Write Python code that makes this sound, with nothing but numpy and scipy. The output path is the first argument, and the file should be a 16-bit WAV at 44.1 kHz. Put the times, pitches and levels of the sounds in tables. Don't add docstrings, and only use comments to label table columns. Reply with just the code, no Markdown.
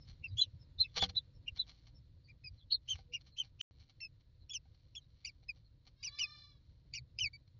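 import sys
import numpy as np
from scipy import signal
from scipy.fft import rfft, irfft, next_fast_len
from scipy.io import wavfile

SR = 44100
rng = np.random.default_rng(int(sys.argv[2]) if len(sys.argv) > 2 else 0)


def master_out(mix):
    frames = np.transpose(np.atleast_2d(mix))
    ceiling = np.clip(frames, -1, 1)
    pcm = np.round(ceiling * 32767).astype(np.int16)
    wavfile.write(sys.argv[1], SR, pcm)


N = 334719
TIME = np.arange(N) / SR

# (centre time [s], half length [s], level [dB])
MOVES = [(0.094, .016, -67.5), (0.792, .0028, -60), (0.977, .014, -32.5), (1.026, .0046, -33),
         (1.039, .018, -38), (1.099, .008, -47.5), (0.1, .06, -71.5), (1.75, .12, -77), (1.157, .003, -56),
         (1.573, .013, -56), (1.693, .02, -60.5), (1.88, .015, -65), (2.925, .036, -65.5),
         (2.957, .0046, -54), (2.992, .02, -66.5), (3.214, .007, -68), (3.274, .02, -66),
         (3.447, .024, -66.5), (3.814, .052, -72.5), (3.9, .013, -67.5), (4.209, .008, -77),
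         (4.748, 0.0027, -70.5), (5.436, .012, -78.5), (5.571, 0.021, -77), (5.874, .011, -59),
         (6.388, .02, -70), (7.48, 0.0047, -74)]
RASP_PITCH_RATIO = 0.81


def undb(db):
    return 10 ** (np.asarray(db) / 20)


def unit(x):
    return x / np.sqrt(np.mean(np.abs(x) ** 2))


def gain_at(hz, spectrum):
    points_hz, db = np.transpose(spectrum)
    return undb(np.interp(np.log(np.maximum(hz, 1)), np.log(points_hz), db))


def colour(x, spectrum):
    return unit(irfft(rfft(x) * gain_at(np.fft.rfftfreq(N, 1 / SR), spectrum), N))


def flutter(width_hz, size):
    band = 1 / (1 + (np.fft.fftfreq(next_fast_len(size), 1 / SR) / width_hz) ** 8)
    white = rng.standard_normal((len(band), 2)) @ np.array([1, 1j])
    return unit(np.fft.ifft(white * band)[:size])


def swell(at_s, half_s):
    return 1 / np.cosh(np.minimum(2 * np.abs(TIME - at_s) / half_s, 20))


def crackle(snaps_per_s, spread_db):
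    snaps = rng.random(N) < snaps_per_s / SR
    return snaps * rng.standard_normal(N) * undb(spread_db * np.minimum(rng.exponential(size=N), 4))


def background(rumble_db=-63.5, hiss_db=-86.5, settle_s=1.9, settle_db=5):
    # (frequency [Hz], relative level [dB])
    rumble_spectrum = [(12, -44.5), (20, -9), (49, -0.5), (125, -1.5), (213, -23.5), (280, -20.5),
                       (429, -33), (492, -26.5), (756, -40.5), (837, -45.5), (944, -35.5), (1200, -49.5),
                       (1560, -72.5), (2640, -120)]
    hiss_spectrum = [(700, -30), (1200, -8.5), (1900, -7), (2400, -10), (3200, -9), (4200, 1.5),
                     (4900, -11), (5400, -11.5), (6000, -20), (7200, -17.5), (8000, -39.5)]
    early_db = settle_db * (1 - np.tanh(2 * (TIME - settle_s))) / 2
    rumble = colour(rng.standard_normal(N), rumble_spectrum)
    rumble *= undb(rumble_db + early_db + 2.5 * flutter(16, N).real)
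    hiss_bins = rfft(colour(rng.standard_normal(N), hiss_spectrum))
    hz = np.fft.rfftfreq(N, 1 / SR)
    edges_hz = np.linspace(0, 8000, 15)
    hiss = np.zeros(N)
    for low_hz, high_hz in zip(edges_hz, edges_hz[1:]):
        band = irfft(hiss_bins * ((hz >= low_hz) & (hz < high_hz)), N)
        hiss += band * undb(flutter(23, N).real)
    drift_db = 1.5 * flutter(12, N).real
    return rumble + unit(hiss) * undb(hiss_db + early_db + drift_db)


def far_hoot(at_s=3.115, half_s=0.026, hz=485.6, level_db=-65):
    return undb(level_db) * swell(at_s, half_s) * np.sin(2 * np.pi * hz * TIME)


def far_peeps(half_s=0.035, droop=0.023):
    # (centre time [s], pitch [Hz], level [dB])
    peeps = [(0.029, 5250, -67.5), (0.286, 4830, -69.5), (0.324, 3900, -68.5), (0.621, 5260, -71),
             (0.895, 3470, -76), (1.361, 5400, -76), (1.97, 5350, -71.5), (2.265, 4570, -69.5),
             (2.595, 4040, -71), (2.62, 3450, -71.5), (3.339, 4180, -69), (4.425, 4120, -75),
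             (5.03, 3930, -75.5), (5.661, 4280, -77.5)]
    out = np.zeros(N)
    scatter = 1 + flutter(230, N)
    for at_s, hz, db in peeps:
        near = np.abs(TIME - at_s) < half_s
        position = (TIME[near] - at_s) / half_s
        phase = 2 * np.pi * np.cumsum(hz * (1 - droop * position)) / SR
        envelope = np.cos(np.pi / 2 * position) ** 2
        out[near] += undb(db) * envelope * np.imag(scatter[near] * np.exp(1j * phase))
    return out


def far_call(start_s=5.94, attack_s=0.22, hold_s=0.2, release_s=0.26, level_db=-58,
             crest_s=6.33, crest_hz=594, sag_hz_per_s2=450, jitter=0.0066):
    # (frequency [Hz], gain [dB])
    throat = [(590, -31.5), (1170, -9.5), (1780, -14.5), (2380, -11), (2960, -18.5), (3540, -1.5),
              (4140, 1), (4730, -10.5), (5320, -7.5), (5900, -23), (7000, -35)]
    corners_s = np.cumsum([start_s, attack_s, hold_s, release_s])
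    on = (TIME > corners_s[0]) & (TIME < corners_s[-1])
    t = TIME[on]
    hz = crest_hz - sag_hz_per_s2 * (t - crest_s) ** 2
    phase = 2 * np.pi * np.cumsum(hz * (1 + jitter * flutter(33, len(t)).real)) / SR
    harmonics = 0
    for k in range(1, 13):
        waver = 1 + 1.2 * flutter(26 * np.sqrt(k), len(t))
        harmonics += gain_at(k * hz, throat) * np.imag(np.exp(1j * k * phase) * waver)
    envelope = np.interp(t, corners_s, [0, 1, 1, 0]) ** 1.4
    out = np.zeros(N)
    out[on] = undb(level_db) * envelope * unit(harmonics)
    return out


def box_echoes(x):
    # (delay [ms], gain [dB])
    echoes = [(1.7, -18), (4.3, -13), (7.6, -12)]
    return x + sum(undb(db) * np.interp(TIME - ms / 1000, TIME, x, left=0) for ms, db in echoes)


def straw(pressure):
    # (frequency [Hz], relative level [dB])
    spectrum = [(200, -28), (600, -24.5), (1100, -8), (1800, -10.5), (2250, -2.5), (2600, -10),
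                (3100, -0.5), (3700, -3.5), (4300, 8), (5000, -9), (5700, -4), (6500, -18), (7300, -29.5)]
    return pressure * colour(crackle(snaps_per_s=1200, spread_db=-1), spectrum)


def boards(pressure, through_straw_db=-10, knock_db=3, scrape_db=-23):
    # (time [s], level [dB])
    bare_knocks = [(0.972, -39), (1.026, -25), (2.99, -53), (4.656, -65), (5.43, -68)]
    # (frequency [Hz], T60 [s], level [dB])
    modes = [(185, 0.31, -6), (272, 0.13, -13), (488.5, 0.22, -15), (551, .08, -14), (673, .04, -10),
             (778, 0.052, 6), (910, 0.038, -14.5), (1504.4, 0.12, -5.5), (2180, 0.056, -6)]
    scrape = unit(crackle(snaps_per_s=4300, spread_db=0.77))
    force = undb(through_straw_db + scrape_db) * pressure * scrape
    for at_s, half_s, db in MOVES:
        force[int((at_s - half_s / 2) * SR)] += undb(db + through_straw_db + knock_db)
    for at_s, db in bare_knocks:
        force[int(at_s * SR)] += undb(db)
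    t = TIME[:SR // 4]
    ring = sum(undb(db - 60 * t / t60_s) * np.sin(2 * np.pi * hz * t) for hz, t60_s, db in modes)
    return signal.fftconvolve(force, ring / np.abs(ring).max())[:N]


def thuds():
    # (centre time [s], half length [s], level [dB])
    loads = [(0.094, 0.0071, -45), (0.34, 0.048, -42), (0.552, 0.02, -49.5), (0.803, 0.022, -47),
             (1.035, 0.02, -42), (1.099, 0.016, -45.5), (1.528, 0.011, -48.5), (2.525, 0.041, -52),
             (2.956, 0.015, -44.5), (7.015, 0.037, -51), (7.247, 0.036, -48)]
    # (frequency [Hz], relative level [dB])
    spectrum = [(25, -13.5), (60, -3.5), (90, -0.5), (125, -4), (190, -20.5), (300, -31.5), (600, -61.5)]
    weight = sum(undb(db) * swell(at_s, half_s) for at_s, half_s, db in loads)
    give = np.sign(colour(rng.standard_normal(N), spectrum))
    return weight * colour(give, spectrum)


def parent(fidget_db=-91, fidget_spread_db=7, fidget_hz=3.7):
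    moves = sum(undb(db) * swell(at_s, half_s) for at_s, half_s, db in MOVES)
    pressure = moves + undb(fidget_db + fidget_spread_db * flutter(fidget_hz, N).real)
    return straw(pressure) + boards(pressure) + thuds()


def spit(t, centre_hz=4500, width_hz=2300):
    return np.imag(flutter(width_hz, len(t)) * np.exp(2j * np.pi * centre_hz * t))


def whistle(hz, tone_gain, blur_gain, octave_db, blur_width_hz=380, blur_under_hz=50):
    phase = 2 * np.pi * np.cumsum(hz) / SR
    downshift = np.exp(-2j * np.pi * blur_under_hz * np.arange(len(hz)) / SR)
    out = 0
    for k, partial_db, extra_blur_db in [(1, 0, 0), (2, octave_db, 6), (3, octave_db - 23, 6)]:
        clear = tone_gain * (1 + 0.65 * flutter(74, len(hz)))
        band = flutter(blur_width_hz * np.sqrt(k), len(hz)) * downshift ** k
        blur = blur_gain * undb(extra_blur_db) * band
        out += undb(partial_db) * np.imag(np.exp(1j * k * phase) * (clear + blur))
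    return out


def rasp(t, decay_s, hz, attack_s=0.0018, flap_hz=135, flap_depth=0.37, width_hz=230, spit_db=-9):
    out = undb(spit_db) * spit(t)
    for k, partial_db in enumerate([0, 5, -12], 1):
        out += undb(partial_db) * np.imag(flutter(width_hz, len(t)) * np.exp(2j * np.pi * k * hz * t))
    since_s = t - attack_s
    flaps = 1 + flap_depth * np.cos(2 * np.pi * flap_hz * since_s)
    envelope = np.where(since_s < 0, np.exp(since_s / attack_s), np.exp(-(since_s / decay_s) ** 2))
    return out * flaps * envelope


def beg(t, length_s, crest_hz, end_hz, octave_db, rasp_s, attack_s=0.012, release_s=0.017):
    rise_s = 1.1 * rasp_s
    rise = np.sin(np.pi / 2 * np.clip(t / rise_s, 0, 1))
    fall = np.sin(np.pi / 2 * np.clip((t - rise_s) / (length_s - rise_s), 0, 1)) ** 2
    hz = crest_hz * (RASP_PITCH_RATIO + (1 - RASP_PITCH_RATIO) * rise) - (crest_hz - end_hz) * fall
    ramp = np.minimum(t / (attack_s + rise_s), (length_s - t) / release_s)
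    tone_gain = np.sin(np.pi / 2 * np.clip(ramp, 0, 1)) ** 1.3
    blur_peak = undb(-23) * rasp_s / (0.089 * length_s)
    blur_gain = blur_peak * np.exp(-((t / length_s - 0.5) / 0.36) ** 2)
    return whistle(hz, tone_gain, blur_gain, octave_db)


def cheep(t, length_s, crest_hz, octave_db, blur_db, attack_share=0.36, arch_hz_per_s=8400,
          noise_lead_s=0.027, noise_rise_s=0.004, blur_lag_s=0.0014, scratch_db=-10):
    from_crest = np.abs(t) / (length_s * np.where(t < 0, attack_share, 1 - attack_share))
    depth_hz = arch_hz_per_s * length_s * np.where(t < 0, 0.5, 1)
    hz = crest_hz - depth_hz * np.tanh(from_crest ** 2)
    tone_gain = np.sin(np.pi / 2 * np.maximum(1 - from_crest, 0)) ** 2.6
    noise_onset = (1 + np.tanh((t + noise_lead_s) / noise_rise_s)) / 2
    blur_s = 0.0083 + 0.26 * length_s
    blur_gain = undb(blur_db) * noise_onset * np.exp(-((t - blur_lag_s) / blur_s) ** 2)
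    scratch_gain = undb(scratch_db + octave_db) * noise_onset * np.exp(-(t / (0.2 * length_s) + 1) ** 2)
    return scratch_gain * spit(t) + whistle(hz, tone_gain, blur_gain, octave_db)


def chicks():
    # (crest time [s], length [s], crest pitch [Hz], level [dB], octave [dB], blur [dB])
    cheeps = [(0.249, 0.04, 2716, -34.5, -32, -22), (0.398, 0.097, 3409, -32, -16.5, -11.5),
              (0.42, 0.042, 4049, -24, -39.5, -17), (0.811, .054, 4157, -24, -34, -11.5),
              (0.849, 0.04, 2640, -45.5, -21.5, -13), (1.017, 0.079, 3472, -28.5, -26.5, -15),
              (1.174, 0.035, 3980, -24.5, -33.5, -15.5), (1.482, 0.019, 2832, -32.5, -27.5, -17.5),
              (1.603, 0.048, 4002, -29.5, -39, -12), (2.297, 0.047, 2437, -56.5, -12.5, -15.5),
              (2.719, 0.012, 3233, -48.5, -34, -1.5), (2.731, 0.05, 4317, -23.5, -44.5, -9),
              (2.906, 0.078, 3174, -31.5, -14, -15), (3.148, 0.046, 2863, -34, -15.5, -11.5),
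              (3.393, 0.067, 3150, -33, -17.5, -14.5), (3.619, .066, 3043, -34, -19.5, -17)]
    # (time [s], length [s], crest pitch [Hz], end pitch [Hz], level [dB], octave [dB],
    # rasp decay [s], rasp level [dB])
    begs = [(2.436, 0.056, 2543, 2396, -55, 5, 0.0048, -75),
            (4.003, 0.07, 2711, 2577, -43.5, -7, 0.0041, -62),
            (4.495, 0.054, 3380, 3380, -45.5, -12, 0.011, -55.5),
            (4.533, .044, 3147, 2630, -45, 1.5, 0.0091, -53),
            (4.951, 0.043, 3415, 3150, -47.5, -13.5, 0.01, -54),
            (5.248, 0.056, 2940, 2260, -51, -0.5, 0.014, -46),
            (5.482, .034, 2568, 2362, -41.5, -8, .003, -74),
            (6.029, 0.068, 2970, 2210, -49.5, 7.5, .014, -48),
            (6.187, 0.072, 2990, 2420, -38, -3, .013, -41),
            (6.936, 0.059, 2877, 2190, -48.5, 3.5, .02, -45.5),
            (7.187, 0.094, 3107, 2200, -37.5, -3, 0.012, -42),
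            (7.328, .04, 2300, 2290, -54.5, -2, 0.0039, -78)]
    out = np.zeros(N)
    for at_s, length_s, crest_hz, db, octave_db, blur_db in cheeps:
        near = np.abs(TIME - at_s) < 0.1
        out[near] += undb(db) * cheep(TIME[near] - at_s, length_s, crest_hz, octave_db, blur_db)
    for at_s, length_s, crest_hz, end_hz, db, octave_db, rasp_s, rasp_db in begs:
        near = np.abs(TIME - at_s) < 0.15
        t = TIME[near] - at_s
        out[near] += undb(db) * beg(t, length_s, crest_hz, end_hz, octave_db, rasp_s)
        out[near] += undb(rasp_db) * rasp(t, rasp_s, RASP_PITCH_RATIO * crest_hz)
    return out


def scene():
    inside = box_echoes(chicks() + parent())
    return (inside + far_peeps() + far_call() + far_hoot() + background())[None]


def record(dry, mute_from_s=3.613, mute_to_s=3.71, cutoff_hz=7100):
    live = (TIME < mute_from_s) | (TIME > mute_to_s)
    lowpass = signal.ellip(10, 0.2, 70, cutoff_hz, fs=SR, output="sos")
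    return signal.sosfilt(lowpass, dry * live)


dry = scene()
out = record(dry)
master_out(out)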